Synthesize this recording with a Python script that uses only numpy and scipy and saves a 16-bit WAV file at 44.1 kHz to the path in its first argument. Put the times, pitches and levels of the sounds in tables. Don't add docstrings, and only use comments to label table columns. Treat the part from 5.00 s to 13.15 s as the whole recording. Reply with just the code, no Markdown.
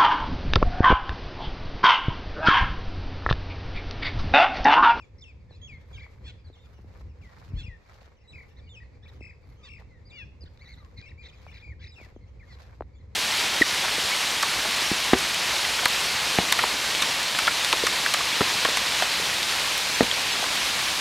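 import sys
import numpy as np
from scipy import signal
from scipy.fft import rfft, irfft, next_fast_len
from scipy.io import wavfile
from scipy.ndimage import map_coordinates

SR = 44100
rng = np.random.default_rng(int(sys.argv[2]) if len(sys.argv) > 2 else 0)


def wav_record(signal):
    frames = np.transpose(np.atleast_2d(signal))
    bounded = np.clip(frames, -1, 1)
    quanta = np.round(bounded * 32767).astype(np.int16)
    wavfile.write(sys.argv[1], SR, quanta)


N = 359415


def amp(db):
    return 10 ** (np.asarray(db) / 20)


def unit(x):
    return x / np.sqrt(np.mean(x ** 2) + 1e-20)


def along(points, hz):
    freq_hz, *columns = np.transpose(points)
    return np.squeeze([np.interp(np.log(hz + 1), np.log(freq_hz), column) for column in columns])


def wobble(knots_per_s, size=N):
    knots = rng.standard_normal(int(size * knots_per_s / SR) + 4)
    return map_coordinates(knots, [np.arange(size) * knots_per_s / SR])


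def filtered(x, response):
    size = next_fast_len(N + SR // 2)
    hz = np.fft.rfftfreq(size, 1 / SR)
    return irfft(rfft(x, size) * response(hz), size)[..., :N]


def add(track, start_s, sound):
    part = track[max(0, round(start_s * SR)):][:len(sound)]
    part += sound[:len(part)]


def rush(spectrum, side_db):
    mid, side = filtered(rng.standard_normal((2, N)), lambda hz: amp(along(spectrum, hz)))
    return unit(np.array([mid + amp(side_db) * side, mid - amp(side_db) * side]))


def glide(length_s, *values):
    u = np.linspace(0, 1, max(round(length_s * SR), SR // 200))
    knots = np.linspace(0, 1, len(values))
    return np.polyval(np.polyfit(knots, values, len(values) - 1), u)


def phase(hz):
    return 2 * np.pi * np.cumsum(hz) / SR


# freq_hz, level_db
RUMBLE_SPECTRUM = [(20, -41), (40, -13), (62, 0), (90, -3), (130, -11.5), (200, -22), (400, -30.5),
                   (1000, -84)]
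# time_s, level_db
RUMBLE_LEVEL = [(0, -48.5), (2.45, -47.5), (2.56, -38), (2.74, -49), (2.8, -56.5), (3.24, -62), (3.32, -49),
                (8.15, -48.3)]
# freq_hz, level_db
AIR_SPECTRUM = [(100, 10), (330, -3), (500, 7), (650, -6), (1000, -5.5), (1500, -13.5), (2200, -8),
                (3000, -22), (4200, -18), (7500, -27.5), (9000, -41), (12000, -40), (16000, -52)]


def background(air_db=-59, lumps_db=2.6):
    level_db = np.interp(np.arange(N) / SR, *np.transpose(RUMBLE_LEVEL))
    rumble = amp(level_db + lumps_db * wobble(17)) * rush(RUMBLE_SPECTRUM, side_db=-14.5)
    drift_db = 1.1 * wobble(3) + 1.7 * wobble(25)
    air = amp(air_db + drift_db) * rush(AIR_SPECTRUM, side_db=-2.8)
    return rumble + air


# freq_hz, level_db
GRASS_SPECTRUM = [(150, -26), (500, 15), (1000, 15.5), (2200, 10), (3000, 2.5), (4200, 6), (7500, -6),
                  (9000, -18), (12000, -8), (15500, -26)]
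# centre_s, spread_s (one sigma), level_db (before fizz)
SWISHES = [(1, .2, -65), (1.72, .12, -65), (1.98, .045, -60), (2.39, .11, -56.5), (2.97, .092, -56),
           (3.44, .08, -66), (4.14, .04, -61), (4.5, .06, -67), (4.807, .012, -56.5), (5.72, .18, -65),
           (6.48, .13, -60), (7.03, .06, -57), (7.62, .115, -58.5)]


def grass(crackle_db=3, clump_db=2.8, crunch_top_hz=2500, fizz_hz=8800, even_db=-58.5):
    t = np.arange(N) / SR
    blades = rush(GRASS_SPECTRUM, side_db=-2) * amp(crackle_db * wobble(700))
    crunch = filtered(blades, lambda hz: hz < crunch_top_hz)
    hiss = blades - crunch
    crackle = unit(sum(band * amp(clump_db * wobble(70)) for band in (crunch, hiss)))
    fizz = filtered(crackle, lambda hz: hz > fizz_hz)
    out = np.zeros((2, N))
    for centre_s, spread_s, level_db in SWISHES:
        swell = amp(level_db) * np.exp(-((t - centre_s) / spread_s) ** 2 / 2)
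        extra_fizz = amp((even_db - level_db) / 2) - 1
        out += swell * (crackle + extra_fizz * fizz)
    return out


# start_s, level_db (before the common gain), pitch_hz (once settled)
KNOCKS = [(.509, -49, 260), (1.065, -47, 520), (1.5, -46, 190), (1.79, -49, 180), (1.845, -46, 140),
          (2.009, -50, 290), (2.52, -44, 110), (2.535, -23, 34), (2.561, -30, 36), (2.68, -32, 35),
          (4.209, -41, 170), (5.437, -47, 140), (5.986, -40, 48), (6.466, -40, 400), (7.013, -45, 200),
          (7.163, -39.5, 165), (7.808, -24.5, 280), (7.822, -36, 430)]


def knocks(decay_cycles=4.72, bend=2.9, sink_per_cycle=2.4, gain_db=1, tap_db=4, tap_hz=400, count=3):
    out, t = np.zeros(N), np.arange(SR // 6) / SR
    taps = []
    for centre_s, spread_s, step_db in SWISHES:
        for when, size, high in rng.standard_normal((count, 3)):
            taps.append((centre_s + spread_s * when, step_db + tap_db + 2 * size, tap_hz * 2 ** (high / 2)))
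    for start_s, level_db, pitch_hz in [*KNOCKS, *taps]:
        cycles = t * pitch_hz
        ring = np.sin(phase(pitch_hz * (1 + bend * np.exp(-sink_per_cycle * cycles))))
        decay = amp(level_db + gain_db - 60 * cycles / decay_cycles)
        attack = 1 - np.exp(-8 * cycles)
        add(out, start_s, 2 * decay * attack * ring)
    return out


# start_s, level_db (before gain and band filter)
TICKS = [(3.011, -47), (5.5747, -49), (5.8481, -45), (6.0147, -38)]


def ticks(t60_s=0.008, gain_db=5, band_hz=(1500, 4800)):
    out, t = np.zeros(N), np.arange(SR // 20) / SR
    for start_s, level_db in TICKS:
        decay = amp(level_db + gain_db - 60 * t / t60_s)
        add(out, start_s, decay * rng.standard_normal(len(t)))
    return signal.sosfilt(signal.butter(2, band_hz, "band", fs=SR, output="sos"), out)


def syrinx(hz, overtone_db=-16, jitter=.011, flutter_db=1.9, third_db=-8, edge=.18):
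    size = len(hz)
    p = phase(hz * (1 + jitter * wobble(350, size)))
    tone = np.sin(p) + amp(overtone_db) * (np.sin(2 * p) + amp(third_db) * np.sin(3 * p))
    swell = unit(np.abs(np.sin(np.linspace(0, np.pi, size))) ** edge)
    return np.sqrt(2) * tone * swell * amp(flutter_db * wobble(149, size))


def overtones(hz, tense_db=-13, slack_db=-26):
    return np.interp(hz, [2100, 2620], [slack_db, tense_db])


def far_flock(level_db=-72.5, pitch_hz=2200, spread=.2, note_s=.04, count=80):
    out = np.zeros(N)
    starts_s = rng.uniform(0, N / SR, count)
    for start_s, (length, high, bend) in zip(starts_s, rng.standard_normal((count, 3))):
        length_s = note_s * np.exp(.3 * length)
        turns = .06 * np.array([bend, 1, -1])
        hz = glide(length_s, *pitch_hz * np.exp(spread * high + turns))
        add(out, start_s, amp(level_db) * syrinx(hz, overtone_db=-6, jitter=.035, third_db=-20))
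    return out


# start_s, length_s, middle_hz, level_db
FAINT_NOTES = [(1.445, .045, 4250, -65), (1.528, .04, 3500, -64.5), (4.595, .09, 1200, -66),
               (4.89, .11, 1950, -67.5), (5.8, .065, 1150, -65), (7.475, .06, 2050, -62)]


def faint_notes(sag=.1, blur=.018):
    out = np.zeros(N)
    for start_s, length_s, middle_hz, level_db in FAINT_NOTES:
        hz = middle_hz * glide(length_s, 1 + sag, 1 - sag)
        add(out, start_s, amp(level_db) * syrinx(hz, jitter=blur))
    return out


# freq_hz, gain_db
THROAT = [(1700, -4), (2300, 2.5), (2950, -6), (3750, 3), (4600, -7), (7000, -21)]


def nasal(hz, grit_per_s=1300, grit=.42, scratch=.011):
    size = len(hz)
    p = phase(hz * (1 + scratch * wobble(grit_per_s, size)))
    note = sum(amp(along(THROAT, k * hz)) * np.sin(k * p) for k in range(1, 4))
    swell = np.sqrt(np.abs(np.sin(np.linspace(0, np.pi, size))))
    return unit(note * swell * (1 + grit * wobble(grit_per_s, size)))


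# start_s, end_s
BOUTS = [(.91, 1.05), (5.96, 6.1), (6.21, 6.35), (6.47, 6.62), (6.79, 6.9)]


def squabble(level_db=-61, pitch_hz=2150, spread=.15, note_s=.024, bend=.085, count=8):
    out = np.zeros(N)
    for first_s, last_s in BOUTS:
        starts_s = rng.uniform(first_s, last_s, count)
        for start_s, (high, *turns) in zip(starts_s, rng.standard_normal((count, 4))):
            hz = glide(note_s, *pitch_hz * np.exp(spread * high + bend * np.array(turns)))
            add(out, start_s, amp(level_db) * nasal(hz))
    return out


# start_s, length_s, middle_hz, level_db, swing (share of pitch), swings_per_s
CHATTER = [(3.565, .042, 1950, -61, .08, 24), (4.025, .036, 1750, -60.5, .08, 28),
           (4.072, .038, 1750, -59, .08, 26), (5.452, .034, 1680, -61, .1, 42),
           (5.592, .08, 2020, -56.5, .1, 11), (5.655, .095, 2060, -54.5, .055, 11),
           (5.762, .06, 1900, -62, .08, 17), (5.962, .054, 2100, -56, .06, 45),
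           (6.236, .052, 2020, -53.5, .06, 58), (6.53, .068, 2150, -54, .14, 46),
           (6.826, .062, 2200, -51.5, .16, 45)]


def chatter(wander=.027, stumble_rad=.35, stutter_db=2):
    out = np.zeros(N)
    for start_s, length_s, middle_hz, level_db, swing, swings_per_s in CHATTER:
        u = glide(length_s, 0, 1)
        size = len(u)
        warble = np.cos(2 * np.pi * swings_per_s * length_s * u + stumble_rad * wobble(swings_per_s, size))
        hz = middle_hz * (1 - swing * warble + wander * wobble(150, size))
        note = nasal(hz) * amp(stutter_db * wobble(150, size))
        add(out, start_s, amp(level_db) * unit(note))
    return out


# start_s, length_s, high_voice_hz at four even steps (4 columns),
# beat_hz at start, middle and end (3 columns), level_db, pull_rad, under (opening strength of the tone
RASPS = [(1.235, .082, 3050, 3350, 3400, 3150, 1250, 850, 700, -50.5, .92, 0),
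         (2.538, .097, 2450, 3250, 3450, 2950, 1350, 870, 720, -50, .75, .3),
         (4.625, .068, 3200, 3700, 3450, 3050, 1300, 1000, 860, -52.5, .85, 0),
         (5.1, .145, 2150, 2880, 2720, 2430, 30, 660, 830, -47, .38, 3),
         (7.47, .085, 4600, 4550, 4300, 3900, 1250, 850, 800, -60.5, .8, .8)]


def rasps(throb=.48, lag_rad=1.5, unsteady=.025, low_voice_db=-5.5, throat_hz=2100, throat_width_hz=1200,
          shake=.052, high_overtone_db=-14.5, under_overtone_db=-9, third_db=-16, late=1.7):
    out = np.zeros(N)
    for start_s, length_s, *pitches, level_db, pull_rad, under in RASPS:
        hz = glide(length_s, *pitches[:4])
        u = np.linspace(0, 1, len(hz))
        hz = hz * (1 + shake * pull_rad ** 2 * u * wobble(900, len(u)))
        beat_hz = glide(length_s, *pitches[4:]) * (1 + unsteady * wobble(150, len(u)))
        cycle = phase(beat_hz)
        effort = np.abs(np.sin(np.pi * u ** late)) ** .5

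        pulled_hz = hz + pull_rad * beat_hz * np.cos(cycle)
        overtone_db = high_overtone_db + 20 * np.log10(pull_rad)
        high = syrinx(pulled_hz, overtone_db, jitter=0, third_db=third_db)
        high = unit(high * amp(along(THROAT, hz))) * (1 + throb * np.cos(cycle - lag_rad))

        share = under * (1 - u) ** 2
        below = syrinx(hz - beat_hz, under_overtone_db, jitter=0, third_db=third_db)
        pair = (high + share * below) / (1 + share)

        low = np.zeros(len(u))
        for k in range(1, 7):
            low += np.sin(k * cycle) * np.exp(-((k * beat_hz - throat_hz) / throat_width_hz) ** 2)
        voices = pair + pull_rad ** 2 * amp(low_voice_db) * unit(low)
        add(out, start_s, amp(level_db) * unit(effort * voices))
    return out


# start_s, length_s, middle_hz, level_db
CHIPS = [(.209, .014, 5200, -55.5), (5.098, .028, 3650, -59), (5.408, .034, 4700, -56),
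         (5.727, .02, 4050, -56), (6.105, .017, 2300, -53.5), (6.286, .02, 3350, -56.5),
         (6.515, .018, 2400, -55)]
# centre_s, length_s, lowest_hz, level_db
SCOOPS = [(.192, .016, 4950, -61), (.535, .06, 3900, -63.5), (.958, .028, 3550, -61),
          (3.683, .022, 2800, -60), (4.067, .018, 2300, -55), (5.984, .017, 3850, -50),
          (6.073, .034, 2120, -53), (6.255, .022, 3600, -52.5), (6.489, .036, 2220, -54)]
# start_s, length_s, top_hz, level_db
HELD_NOTES = [(1.585, .08, 3680, -69.5), (2.632, .026, 2800, -52), (2.661, .023, 2520, -50),
              (3.803, .032, 1960, -54), (5.053, .04, 4850, -63), (6.022, .036, 2480, -53.5),
              (6.058, .04, 2740, -57), (6.177, .068, 2430, -54), (6.873, .042, 5100, -57)]


def whistles(quiver=.02, scoop_overtone_db=-30, chip_fall_hz=1000, scoop_rim=1.17, arch=.92):
    out = np.zeros(N)
    for start_s, length_s, middle_hz, level_db in CHIPS:
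        hz = glide(length_s, middle_hz + chip_fall_hz / 2, middle_hz - chip_fall_hz / 2)
        add(out, start_s, amp(level_db) * syrinx(hz, overtones(hz), jitter=quiver))
    for centre_s, length_s, lowest_hz, level_db in SCOOPS:
        hz = lowest_hz * glide(length_s, scoop_rim, 1, scoop_rim)
        add(out, centre_s - length_s / 2, amp(level_db) * syrinx(hz, scoop_overtone_db, jitter=quiver))
    for start_s, length_s, top_hz, level_db in HELD_NOTES:
        hz = top_hz * glide(length_s, arch, 1, arch)
        add(out, start_s, amp(level_db) * syrinx(hz, overtones(hz)))
    return out


# head_length_s, head_hz, head_db, drop_s (time constant into the slide)
SLIDES = [(0, .055, 2950, 2180, -1, -57, 0), (.245, .078, 2750, 2200, 2, -55, 0, .024, 3750, -50, .01),
          (.68, .105, 2850, 2080, -3, -50.5, 0, .064, 3330, -51, .005),
          (.976, .11, 2600, 2230, -4, -50.5, .13, .046, 3550, -54, .02),
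          (2.215, .1, 2850, 1900, -4, -60, .04), (2.684, .088, 2120, 1800, -2.5, -54, 0),
          (3.33, .12, 2680, 2180, -1.5, -50.5, .12, .054, 3940, -57.5, .005),
          (3.763, .039, 2580, 2400, 3, -50, 0, .07, 3850, -55, .03), (4.207, .125, 2620, 1950, 7, -50, .22),
          (4.684, .124, 2760, 1600, 5, -51.5, .18), (6.62, .12, 2460, 1600, 5.5, -50.5, .07),
          (6.957, .115, 2850, 1750, .5, -53, .08, .038, 3950, -58, .01),
          (7.396, .062, 2500, 1750, -1, -57, .11)]


def calls(head_rise_hz_per_s=2000, dips_per_s=43, fade_db=7):
    out = np.zeros(N)
    for break_s, length_s, first_hz, last_hz, hold, level_db, dip, *head in SLIDES:
        u = glide(length_s, 0, 1)
        notches = np.sin(np.pi * dips_per_s * length_s * u + .3 * wobble(40, len(u))) ** 8
        fall = np.expm1(hold * u) / np.expm1(hold)
        hz = (first_hz + (last_hz - first_hz) * fall) * (1 - dip * notches)
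        add(out, break_s, amp(level_db - fade_db * u ** 3) * syrinx(hz, overtones(hz)))
        if head:
            head_length_s, head_hz, head_db, drop_s = head
            left_s = glide(head_length_s, head_length_s, 0)
            held_hz = head_hz + head_rise_hz_per_s * (head_length_s / 2 - left_s)
            hz = held_hz + (first_hz - held_hz) * np.exp(-left_s / drop_s)
            add(out, break_s - head_length_s, amp(head_db) * syrinx(hz, overtones(hz)))
    return out


def park(x, wet_db, t60_s=.5):
    t = np.arange(SR // 2) / SR
    tail = rng.standard_normal((2, len(t))) * amp(-60 * t / t60_s) * (1 - np.exp(-t / 0.005))
    tail /= np.linalg.norm(tail[0])
    return amp(wet_db) * signal.fftconvolve(x[None], tail, axes=1)[:, :N]


# freq_hz, left_minus_right_db, left_lead_rad
PORTS = [(1520, 9.5, 0.95), (2140, 2.5, -0.42), (2760, 9.5, -2.03), (3113, -5, -2.5), (3610, -2.5, -5),
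         (4760, 1, -5)]


def ports(hz):
    balance_db, lead_rad = along(PORTS, hz)
    pair = amp([balance_db / 2, -balance_db / 2]) * np.exp([.5j * lead_rad, -.5j * lead_rad])
    return pair / np.sqrt(np.mean(np.abs(pair) ** 2, axis=0))


def scene(rolloff_hz=7600):
    clear = calls() + whistles() + chatter() + rasps() + squabble() + ticks()
    faint = faint_notes() + far_flock()
    clear, faint = filtered(np.array([clear, faint]), lambda hz: 1 / np.sqrt(1 + (hz / rolloff_hz) ** 20))
    birds = filtered(clear + faint, ports) + park(clear, wet_db=-12) + park(faint, wet_db=-5)
    handling = knocks() * amp([[1], [-1]])
    return birds + grass() + handling + background()


def record(dry, top_hz=15700):
    return filtered(dry, lambda hz: hz < top_hz)


dry = scene()
out = record(dry)
wav_record(out)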